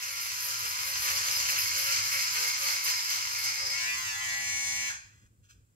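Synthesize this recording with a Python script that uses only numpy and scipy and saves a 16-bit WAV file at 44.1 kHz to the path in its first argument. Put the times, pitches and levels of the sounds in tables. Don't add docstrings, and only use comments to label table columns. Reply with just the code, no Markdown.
import sys
import numpy as np
from scipy import signal
from scipy.fft import rfft, irfft, next_fast_len
from scipy.io import wavfile
from scipy.ndimage import uniform_filter1d

SR = 44100
rng = np.random.default_rng(int(sys.argv[2]) if len(sys.argv) > 2 else 0)


def put_to_file(sound):
    columns = np.atleast_2d(sound).T
    safe = np.clip(columns, -1, 1)
    whole_steps = np.round(safe * 32767)
    wavfile.write(sys.argv[1], SR, whole_steps.astype(np.int16))


N = 253557
TIME = np.arange(N) / SR
FREE_HZ, RESTING_SAG_HZ = 115.7, 1.25
SWITCH_OFF_S, COAST_S = 4.888, .39
HOUSING_ORDER = 19

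# time_s, contact (0 to 1)
CONTACT = [(0, .9), (1.1, 1), (3.1, .95), (3.5, .8), (3.72, .85), (3.78, .2), (3.85, 0)]
# start_s, length_s, sag_hz, extra_snip_db, extra_rasp_db
STROKES = [(0.01, 0.12, 2.8, 4.5, -3), (0.194, 0.051, 2.17, 6.5, 0.5), (0.398, 0.1, 3.87, 8.5, 0.5),
           (0.582, .11, 2.65, 4, -0.5), (0.833, 0.06, 3.03, 6.5, -1), (0.99, 0.13, 5.76, 5.5, 0.5),
           (1.22, 0.16, 4, 1.5, 1.5), (1.468, 0.051, 5.2, 6.5, 3), (1.567, 0.0613, 1.11, 6.5, 2),
           (1.729, .19, 3.32, 7, 3), (2.099, 0.12, 2.4, 6.5, 2.5), (2.308, 0.17, 4.6, 5, 4),
           (2.578, 0.15, 4.43, 6.5, 3), (2.825, 0.069, 3.4, 8.5, 7), (3.051, 0.092, 2.3, 3, 3.5),
           (3.363, 0.095, 0.69, 4.5, 3), (3.568, 0.1, 5, -2, -5.5)]
# time_s, rasp_db, snip_db, knock_db
ON_SKIN = [(0, -40, -47, -48.5), (.7, -38, -44.5, -45.5), (1.25, -33, -42.5, -40.5),
           (1.9, -34.5, -44.5, -52), (2.4, -36, -45.5, -48), (2.9, -38, -46.5, -48), (3.3, -37, -47, -44.5),
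           (3.7, -39, -49.5, -76)]
# time_s, knock_db, sliding_db, whine_db, ticking_db
IN_AIR = [(3.79, -54, -34.5, -48, -51), (3.84, -41, -35, -46, -49), (3.89, -49, -38, -54, -47),
          (3.95, -48, -36, -47, -48), (4.01, -44, -42, -43.5, -48), (4.1, -43, -34.5, -48, -50),
          (4.16, -44.5, -49, -46, -50), (4.24, -40, -39, -43.5, -51), (4.38, -43, -45, -44.5, -50),
          (4.46, -47, -40, -39, -53), (4.55, -45, -48, -39, -55), (4.68, -58.5, -39.5, -38.5, -53.5),
          (4.87, -41, -48, -40.5, -54.5)]

# harmonic, pressed_db, lifted_db, lowered_db, lowered_width_db
HUM = [(2, -85, -74, -66, -10), (3, -75, -73, -68, -12), (4, -70, -73, -77, 4), (5, -62.5, -73, -68, 8),
       (6, -76, -65, -65, -10), (7, -66, -63, -58, -5), (8, -63.5, -69, -62, -7), (9, -61.5, -54, -59, -2),
       (10, -63, -61, -60, 1), (11, -60.5, -59, -71, 12), (12, -60, -57, -62, -2), (13, -69, -55, -62, -2),
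       (14, -60, -56, -59, -2), (15, -59, -54, -53, -9), (16, -62, -56, -50, 7), (17, -55, -50, -51, 2),
       (18, -62, -54, -56, 5), (20, -64, -52, -48, 3), (21, -56, -50, -52, 4), (22, -62, -53, -56, 4),
       (23, -62, -52, -59, 7), (24, -60, -54, -59, 7), (25, -63, -58, -58, 6), (26, -63, -59, -57, 5),
       (30, -61, -59, -54, -5)]
# time_s, gain_db
SKIN_COUPLING = [(0, -13.5), (.9, 2), (1.15, -0.5), (1.8, 4), (2.3, 5.5), (2.8, 2), (3.2, -2), (3.65, 3.5)]
# time_s, below_db, above_db
BUZZ_SWELL = [(3.78, -1, 4), (3.84, 5, 1.5), (3.95, 5.5, 3.5), (4.02, 1.5, -8), (4.1, 3, 5),
              (4.18, -1.5, -6), (4.28, 7, -1.5), (4.35, 6.5, -4.5), (4.42, 6, -0.5), (4.5, 3.5, 1.5),
              (4.66, 1, -2), (4.87, 1.5, 2.5)]
# pitch_hz, level_db
KNOCK_COLOUR = [(700, -16), (1100, -1.5), (1500, -16.5), (1800, -22.5), (2400, -3.5), (2800, -4),
                (3500, -2), (4500, -7), (7000, -21)]
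# pitch_hz, width_hz, level_db
HOUSING_MODES = [(2171, 18, 8), (2230, 170, -8)]
# time_s, level_db
HOUSING_RING = [(0.0, -49.5), (0.27, -46), (0.34, -63), (0.87, -43.5), (1.02, -58), (1.05, -44),
                (1.15, -41), (1.18, -51), (1.5, -44.5), (1.6, -48), (1.66, -39), (1.76, -45.5),
                (1.9, -39.5), (2.06, -43.5), (2.11, -44.5), (2.15, -32.5), (2.26, -42), (2.32, -47),
                (2.37, -37), (2.4, -46.5), (2.45, -37.5), (2.54, -40.5), (2.6, -50.5), (2.67, -39),
                (2.8, -42), (2.86, -47.5), (3.0, -40.5), (3.06, -52), (3.1, -43.5), (3.26, -43),
                (3.31, -56), (3.37, -40.5), (3.42, -44), (3.5, -38), (3.56, -46), (3.6, -42), (3.67, -49),
                (3.76, -38), (3.85, -49), (3.9, -64), (3.98, -56), (4.1, -66), (4.3, -50), (4.41, -50.5),
                (4.54, -42), (4.87, -46.5)]

# pitch_hz, level_db
SLIDE_COLOUR = [(2500, -17.5), (3400, -0.5), (3750, -5.5), (4400, 2.5), (5200, 4), (5600, 4), (6400, -4.5),
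                (7500, -10), (8300, -4), (9200, -24), (13000, -23.5), (15500, -16.5)]
# pitch_hz, level_db
RASP_COLOUR = [(300, -21), (600, -20.5), (1000, -17.5), (1400, -9.5), (1850, -7.5), (2150, -1.5),
               (2700, -1.5), (3100, -4), (3650, -16.5), (4300, -5.5), (5100, 0), (5500, -2.5), (6500, -1),
               (7500, -7), (9000, -13), (12000, -37)]
# pitch_hz, width_hz, level_db
BARE_FOIL_MODES = [(6340, 310, 10.5), (6180, 300, -4), (6910, 300, 5)]
# pitch_hz, width_hz, level_db
PRESSED_FOIL_MODES = [(5060, 200, 10)]
# time_s, level_db
FOIL_RING = [(0.0, -51.5), (0.97, -43), (1.01, -53.5), (1.13, -45.5), (1.16, -30.5), (1.19, -50.5),
             (1.29, -49.5), (1.32, -35.5), (1.39, -32.5), (1.43, -53), (1.52, -35.5), (1.56, -59),
             (1.6, -42), (1.74, -47), (1.8, -35.5), (1.95, -40), (2.15, -41), (2.23, -36), (2.37, -50.5),
             (2.39, -36), (2.56, -41), (2.58, -64), (2.71, -37.5), (2.81, -47.5), (2.95, -34.5),
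             (2.99, -38), (3.16, -42.5), (3.22, -38), (3.27, -44), (3.32, -43.5), (3.45, -38), (3.52, -45),
             (3.58, -38), (3.67, -32), (3.81, -52), (3.85, -48)]
# pitch_hz, width_hz, level_db
FRAME_MODES = [(4253, 73, 3.5), (4430, 240, 6), (5760, 140, -2), (6460, 86, -8)]
# pitch_hz, level_db
SNIP_COLOUR = [(7500, -11), (9500, -6), (10800, 5.5), (12000, 4.5), (13500, 4.5), (14600, -7), (15700, -10)]
# start_s, level_db
SNAPS = [(0.2134, -25), (0.4054, -26), (0.678, -25), (1.0214, -22), (1.1584, -21), (1.2647, -26),
         (1.3109, -18), (1.3638, -18), (1.5055, -19), (1.5878, -16), (1.607, -20), (1.636, -19),
         (1.671, -21), (1.7915, -22), (2.0514, -23), (2.1277, -22), (2.3324, -24), (2.4754, -20),
         (2.656, -22), (2.7079, -22), (2.8444, -23), (2.8945, -21), (3.101, -23), (3.4392, -22)]
# start_s, length_s, level_db
CLATTERS = [(1.071, 0.062, -40.5), (1.481, 0.029, -36), (1.558, 0.047, -36.5), (1.853, 0.063, -41),
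            (2.142, .06, -55), (2.348, 0.047, -40), (2.869, 0.042, -41)]
# pitch_hz, level_db
CLATTER_COLOUR = [(900, -20.5), (1400, -7.5), (1750, 5), (2150, -1.5), (2600, 11.5), (3100, -3),
                  (4000, -27), (9000, -40)]

# pitch_hz, level_db
SWITCH_COLOUR = [(250, -1), (800, 4.5), (1500, 17.5), (2150, 23.5), (2900, 13), (5000, -5), (10000, -11)]
# pitch_hz, width_hz, level_db
COAST_MODES = [(1138, 47, 0), (1673, 53, -14), (2015, 28, 12), (2460, 23, 4), (2590, 23, -5)]
# start_s, level_db, decay_s
SCUFFS = [(5.425, -68, 0.037), (5.485, -57.5, 0.02)]
# pitch_hz, level_db
RUB_COLOUR = [(900, -30.5), (1250, 10.5), (1900, -5), (2800, 10), (4000, -1), (6000, 5), (7800, 4.5),
              (9500, -13), (15000, -7.5)]

# time_s, travelled_m
HAND_TRAVEL = [(0, 0.13), (1.2, 0.14), (3.5, 0.29), (3.75, 0.36), (4.35, 0.99), (4.9, 1.06)]
# time_s, briskness (0 to 1)
SWEEP = [(3.7, 0), (3.85, 1), (4.3, 1), (4.48, 0)]
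ECHOES = [(.05, .45, .8), (1.1, -.7, -.6), (.2, .9, .45)]
# pitch_hz, decay_s
ROOM_DECAY = [(200, .4), (1000, .45), (2200, .5), (6000, .41), (9000, .31), (15000, .22)]
# pitch_hz, gain_db
WIDTH = [(60, -16.5), (130, -11), (350, -2.5), (700, -3), (1300, 11.5), (2200, -3.5), (3000, 0), (4500, -2),
         (6200, 3.5), (8200, -1.5), (10000, -4), (12000, -67)]
# pitch_hz, level_db
RUMBLE_COLOUR = [(25, -40.5), (45, -16), (70, -16), (110, -8.5), (135, -21), (180, -28.5), (260, -32),
                 (500, -41), (900, -61.5), (2000, -74.5)]
# time_s, level_db
RUMBLE_LEVEL = [(0, -64.5), (1.1, -57.5), (1.8, -55.5), (2.7, -64), (4.6, -58.5), (5.75, -63.5)]
# pitch_hz, level_db
HISS_COLOUR = [(500, -9), (3000, -11), (6200, -12), (7000, -3), (7600, 0), (8600, -8), (11000, -11),
               (15000, -11)]


def drive(turn, contact, knock_db):
    ring_db, = in_time(HOUSING_RING)
    clicks = knocks(turn, contact, second_at=.34, second_db=3.5, skin_jitter_s=6e-5, spread_db=3.5)
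    clicks = disperse(rms_one(clicks), spread_s=.002)
    loose = rms_one(grains(turn, per_s=3600, spread_db=9, pulse_db=3.5))
    body = steady(colour(clicks + .25 * loose, KNOCK_COLOUR)) * from_db(knock_db - 4.5 + .34 * contact)
    shaking = clicks + .7 * contact * loose
    ring = steady(resonate(shaking, HOUSING_MODES), size=1500) * from_db(ring_db - .5)
    rattle = rms_one(resonate(loose, HOUSING_MODES)) * from_db(-52.5)
    return body + ring * np.sqrt(contact) + rattle * (1 - contact)


def blades(turn, contact, rasp_db, whine_db):
    foil_db, = in_time(FOIL_RING)
    ticks = knocks(turn + .18, contact, second_at=.42, second_db=.5, skin_jitter_s=4e-5, spread_db=1)
    ticks = disperse(rms_one(ticks), spread_s=.003)
    scrape = rms_one(grains(turn, per_s=4500, spread_db=3.9, pulse_db=2))
    rasp = steady(colour(scrape, RASP_COLOUR))
    sliding = ticks + .38 * scrape
    free = from_db(rasp_db - 4) * steady(colour(sliding, SLIDE_COLOUR))
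    free += from_db(whine_db + 2) * steady(resonate(sliding, BARE_FOIL_MODES))
    free += from_db(-49) * rasp
    foil = steady(resonate(ticks + .53 * scrape, PRESSED_FOIL_MODES), size=1500)
    bites = grains(turn, per_s=900, spread_db=3.5, pulse_db=4)
    frame = steady(resonate(bites, FRAME_MODES))
    cutting = from_db(rasp_db - 2.5) * rasp + from_db(rasp_db - 9) * frame + from_db(foil_db - 1.5) * foil
    cutting *= from_db(2 * drift(55))
    return np.sqrt(1 - contact) * free + np.sqrt(contact) * cutting


def stubble(turn, contact, snip_db):
    clumps_db = 2.2 * contact * drift(70)
    cuts = grains(turn, per_s=8500, spread_db=6, pulse_db=-.5)
    snips = steady(colour(cuts, SNIP_COLOUR)) * from_db(snip_db + clumps_db)
    bursts = sum(from_db(db - 7) * (TIME >= s) * np.exp(-np.abs(TIME - s) / .005) for s, db in SNAPS)
    crackle = rms_one(grains(turn, per_s=7000, spread_db=2, pulse_db=0)) * bursts
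    return snips + colour(crackle, SNIP_COLOUR) + 2 * resonate(crackle, PRESSED_FOIL_MODES)


def hum(turn, contact, speed, sag):
    (travel,), (coupling_db,), (sweep,) = in_time(HAND_TRAVEL), in_time(SKIN_COUPLING), in_time(SWEEP)
    below_db, above_db = in_time(BUZZ_SWELL)
    lowered = np.clip((TIME - 4.27) / .13 + .5, 0, 1)
    pressing_db = coupling_db + 2 * (sag - 2)
    depth_db = 1.2 + 3.5 * sweep + 1.3 * contact
    out = 0
    for order, pressed_db, lifted_db, lowered_db, side_db in HUM:
        phase, place = rng.random((2, 2, 1))
        wavelengths = order * speed * (travel * rng.uniform(.5, 1.2) / 343 + .025)
        fade_db = depth_db * np.sin(2 * np.pi * (wavelengths + place))
        fade_db += (1.2 + 2 * sweep + 2.8 * contact) * drift(18)
        fade_db += 2.5 * contact * (drift(7) - .2)
        wobble = (.022 + .008 * sweep + .085 * contact) * drift(55)
        swell_db = above_db if order > HOUSING_ORDER else below_db * (order >= 14)
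        air_db = lifted_db - 2.3 + lowered * (lowered_db - lifted_db) + swell_db
        skin_db = pressed_db - 3.5 + pressing_db * 3.2 / order
        air_width_db = 1 + lowered * (side_db - 1)
        width_db = contact * at_hz(WIDTH, order * FREE_HZ) + (1 - contact) * air_width_db
        level_db = contact * skin_db + (1 - contact) * air_db + fade_db + np.outer([0, 1], width_db)
        out += np.sqrt(2) * from_db(level_db) * np.sin(2 * np.pi * (order * turn + phase + wobble))
    return out


def housing_whine(turn, contact):
    ring_db, = in_time(HOUSING_RING)
    level = np.sqrt(2 * (1 - contact)) * from_db(ring_db + np.array([[.3], [-3.5]]))
    return level * np.sin(2 * np.pi * (HOUSING_ORDER * turn + rng.random((2, 1))))


def clatter(turn):
    level = 0
    for start, length, db in CLATTERS:
        level += from_db(db) * np.clip(np.minimum(TIME - start, start + length - TIME) / .008, 0, 1)
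    return level * steady(colour(grains(turn, per_s=3000, spread_db=2.5, pulse_db=1), CLATTER_COLOUR))


def strokes(attack_s, ease_s, release_s):
    out = np.zeros((3, N))
    for start, length, *amounts in STROKES:
        span = slice(int(start * SR), int((start + .5) * SR))
        age = np.abs(TIME[span] - start)
        release = np.clip(1 - (age - length) / release_s, 0, 1)
        out[:, span] += np.outer(amounts, swell(age, attack_s, ease_s) * release)
    return out


def levels(contact):
    _, snip_push, rasp_push = strokes(attack_s=.013, ease_s=.73, release_s=.023)
    rasp_push = delayed(rasp_push, .025)
    rasp, snip, knock = in_time(ON_SKIN)
    touching = np.clip(contact / .8, 0, 1)
    skin = np.array([knock + rasp_push, rasp + rasp_push, rasp - 20, snip + snip_push])
    return touching * skin + (1 - touching) * np.array(in_time(IN_AIR))


def knocks(turn, contact, second_at, second_db, skin_jitter_s, spread_db):
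    chance = rng.standard_normal((1400, 2))
    k = np.arange(2 * int(turn[-1]))
    when = np.interp(k // 2 + k % 2 * second_at, turn, TIME)
    load = np.interp(when, TIME, contact)
    jitter_s = chance[k, 0] * (3.5e-6 + load * skin_jitter_s)
    at = np.clip((when + jitter_s) * SR, 0, N - 2)
    force = from_db(k % 2 * second_db + chance[k, 1] * (2 + spread_db * load))
    whole = at.astype(int)
    late = at - whole
    return np.bincount(whole, force * (1 - late), N) + np.bincount(whole + 1, force * late, N)


def grains(turn, per_s, spread_db, pulse_db):
    born = rng.random(N) < per_s / SR
    sizes = from_db(spread_db * np.minimum(rng.exponential(1, N), 4)) * rng.choice([-1, 1], N)
    pulse = np.cos(4 * np.pi * turn) + .67 * np.cos(2 * np.pi * turn) + .5 * np.cos(6 * np.pi * turn)
    return born * sizes * from_db(pulse_db * pulse)


def switch(attack_s=.015, decay_s=.056):
    age = np.maximum(TIME - SWITCH_OFF_S, 0)
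    burst = rng.standard_normal(N) * np.minimum(age / attack_s, 1) * np.exp(-age / decay_s)
    return from_db(-48) * colour(burst, SWITCH_COLOUR)


def run_down(turn, running):
    rubbing = grains(turn, per_s=11000, spread_db=2, pulse_db=-1)
    rub = from_db(-67.5) * rms_one(colour(rubbing, RUB_COLOUR))
    ring = from_db(-71) * rms_one(resonate(rubbing, COAST_MODES))
    return (rub + ring) * (TIME > SWITCH_OFF_S) * running ** .2


def scuffs(attack_s=.023):
    level = sum(from_db(db) * swell(TIME - start, attack_s, decay_s) for start, db, decay_s in SCUFFS)
    return colour(rng.standard_normal(N) * level, RUB_COLOUR)


def bathroom(x, wet_db):
    (travel,), (sweep,) = in_time(HAND_TRAVEL), in_time(SWEEP)
    lowered = np.clip(2 * travel - 1, 0, 1)
    paths = [(.41, .6 * lowered)]
    paths += [(detour_m + growth * travel, strength * sweep) for detour_m, growth, strength in ECHOES]
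    echoes = sum(gain * delayed(x, metres / 343) for metres, gain in paths)
    x = (x + echoes) / np.sqrt(1 + sum(gain ** 2 for _, gain in paths))
    swing = 9 * travel + .5 * drift(3)
    wet = np.array([np.cos(swing) * reverb(x) + np.sin(swing) * reverb(x) for _ in range(2)])
    side = (delayed(x, .00042) - delayed(x, -.00042)) / np.sqrt(2)
    return (np.array([x, side]) + from_db(wet_db) * wet) / np.sqrt(1 + from_db(2 * wet_db))


def reverb(x):
    t = TIME[:SR * 3 // 4]
    noise, hz = rfft(rng.standard_normal(len(t))), np.fft.rfftfreq(len(t), 1 / SR)
    edges_hz = [0, 700, 1500, 3000, 5500, 8000, 11000, SR]
    tail = 0
    for low, high in zip(edges_hz, edges_hz[1:]):
        fade = from_db(-60 * t / at_hz(ROOM_DECAY, (low + high) / 2)) * (t > .003)
        band = irfft(noise * (hz >= low) * (hz < high), len(t))
        tail += band * fade / np.sqrt(np.sum(fade ** 2))
    return signal.oaconvolve(x, tail)[:N]


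def rumble():
    low = np.array([rms_one(colour(rng.standard_normal(N), RUMBLE_COLOUR)) for _ in range(2)])
    hiss = np.array([rms_one(colour(rng.standard_normal(N), HISS_COLOUR)) for _ in range(2)])
    throb_db = 2 * drift(30)
    level_db, = in_time(RUMBLE_LEVEL)
    return low * from_db(level_db + throb_db) + hiss * from_db(-79)


def disperse(x, spread_s):
    size = next_fast_len(N + 1000)
    hz = np.fft.rfftfreq(size, 1 / SR)
    delay = spread_s * np.interp(hz, np.linspace(0, SR / 2, 60), rng.random(60))
    return irfft(rfft(x, size) * np.exp(-2j * np.pi * np.cumsum(delay) * hz[1]), size)[:N]


def colour(x, spectrum):
    size = 2 * next_fast_len(N // 2 + 4096)
    hz = np.arange(size // 2 + 1) * SR / size
    gain = from_db(at_hz(spectrum, hz)) * np.clip(hz / spectrum[0][0], .03, 1) ** 2
    cepstrum = irfft(np.log(gain))
    cepstrum[1:size // 2] *= 2
    cepstrum[size // 2 + 1:] = 0
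    return irfft(rfft(x, size) * np.exp(rfft(cepstrum)))[:N]


def resonate(x, modes):
    out = 0
    for hz, width, db in modes:
        r = np.exp(-np.pi * width / SR)
        feedback = [1, -2 * r * np.cos(2 * np.pi * hz / SR), r * r]
        out += from_db(db) * (1 - r * r) / 2 * signal.lfilter([1, 0, -1], feedback, x + 1e-18)
    return out


def steady(x, size=4000):
    power = uniform_filter1d(x ** 2, size)
    return x / np.sqrt(np.abs(power) + .01 * np.mean(x ** 2))


def swell(age, attack_s, decay_s):
    return np.clip(age / attack_s, 0, 1) * np.exp(-np.maximum(age - attack_s, 0) / decay_s)


def drift(per_s):
    return np.interp(TIME * per_s, np.arange(4000), rng.standard_normal(4000))


def delayed(x, lag_s):
    return np.interp(TIME - lag_s, TIME, x)


def in_time(rows):
    times, *columns = np.transpose(rows)
    return [np.interp(TIME, times, column) for column in columns]


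def at_hz(points, hz):
    pitches, values = np.transpose(points)
    return np.interp(np.log(hz + .0011), np.log(pitches), values)


def rms_one(x):
    return x / np.sqrt(np.mean(x ** 2) + 1e-20)


def from_db(db):
    return 10 ** (np.asarray(db) / 20)


def scene():
    contact, = in_time(CONTACT)
    sag, _, _ = strokes(attack_s=.06, ease_s=.3, release_s=.08)
    running = np.clip(1 - (TIME - SWITCH_OFF_S) / COAST_S, 1e-6, 1)
    speed = (FREE_HZ - RESTING_SAG_HZ * contact - sag) * running
    flutter = (.0004 + .004 * contact) * drift(35)
    turn = np.cumsum(speed * (1 + flutter)) / SR
    force = running ** 10.2
    knock_db, rasp_db, whine_db, snip_db = levels(contact)
    tone = force ** 2 * (hum(turn, contact, speed, sag) + housing_whine(turn, contact))
    tone += from_db(-9) * np.array([reverb(x) for x in tone])
    body = force * drive(turn, contact, knock_db) + clatter(turn)
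    body += switch() + run_down(turn, running) + scuffs()
    shaver = bathroom(body, wet_db=-9)
    head = blades(turn, contact, rasp_db, whine_db) + force ** 2 * stubble(turn, contact, snip_db)
    shaver += bathroom(force * head, wet_db=1.5)
    mid, side = shaver + rumble()
    size = next_fast_len(N)
    side_gain = from_db(at_hz(WIDTH, np.fft.rfftfreq(size, 1 / SR)))
    side = irfft(rfft(side, size) * side_gain, size)[:N]
    mid, side = mid + tone[0], side + tone[1]
    return np.array([mid + side, mid - side])


def record(dry):
    return signal.sosfilt(signal.ellip(14, .05, 90, 15700, fs=SR, output="sos"), dry)


dry = scene()
out = record(dry)
put_to_file(out)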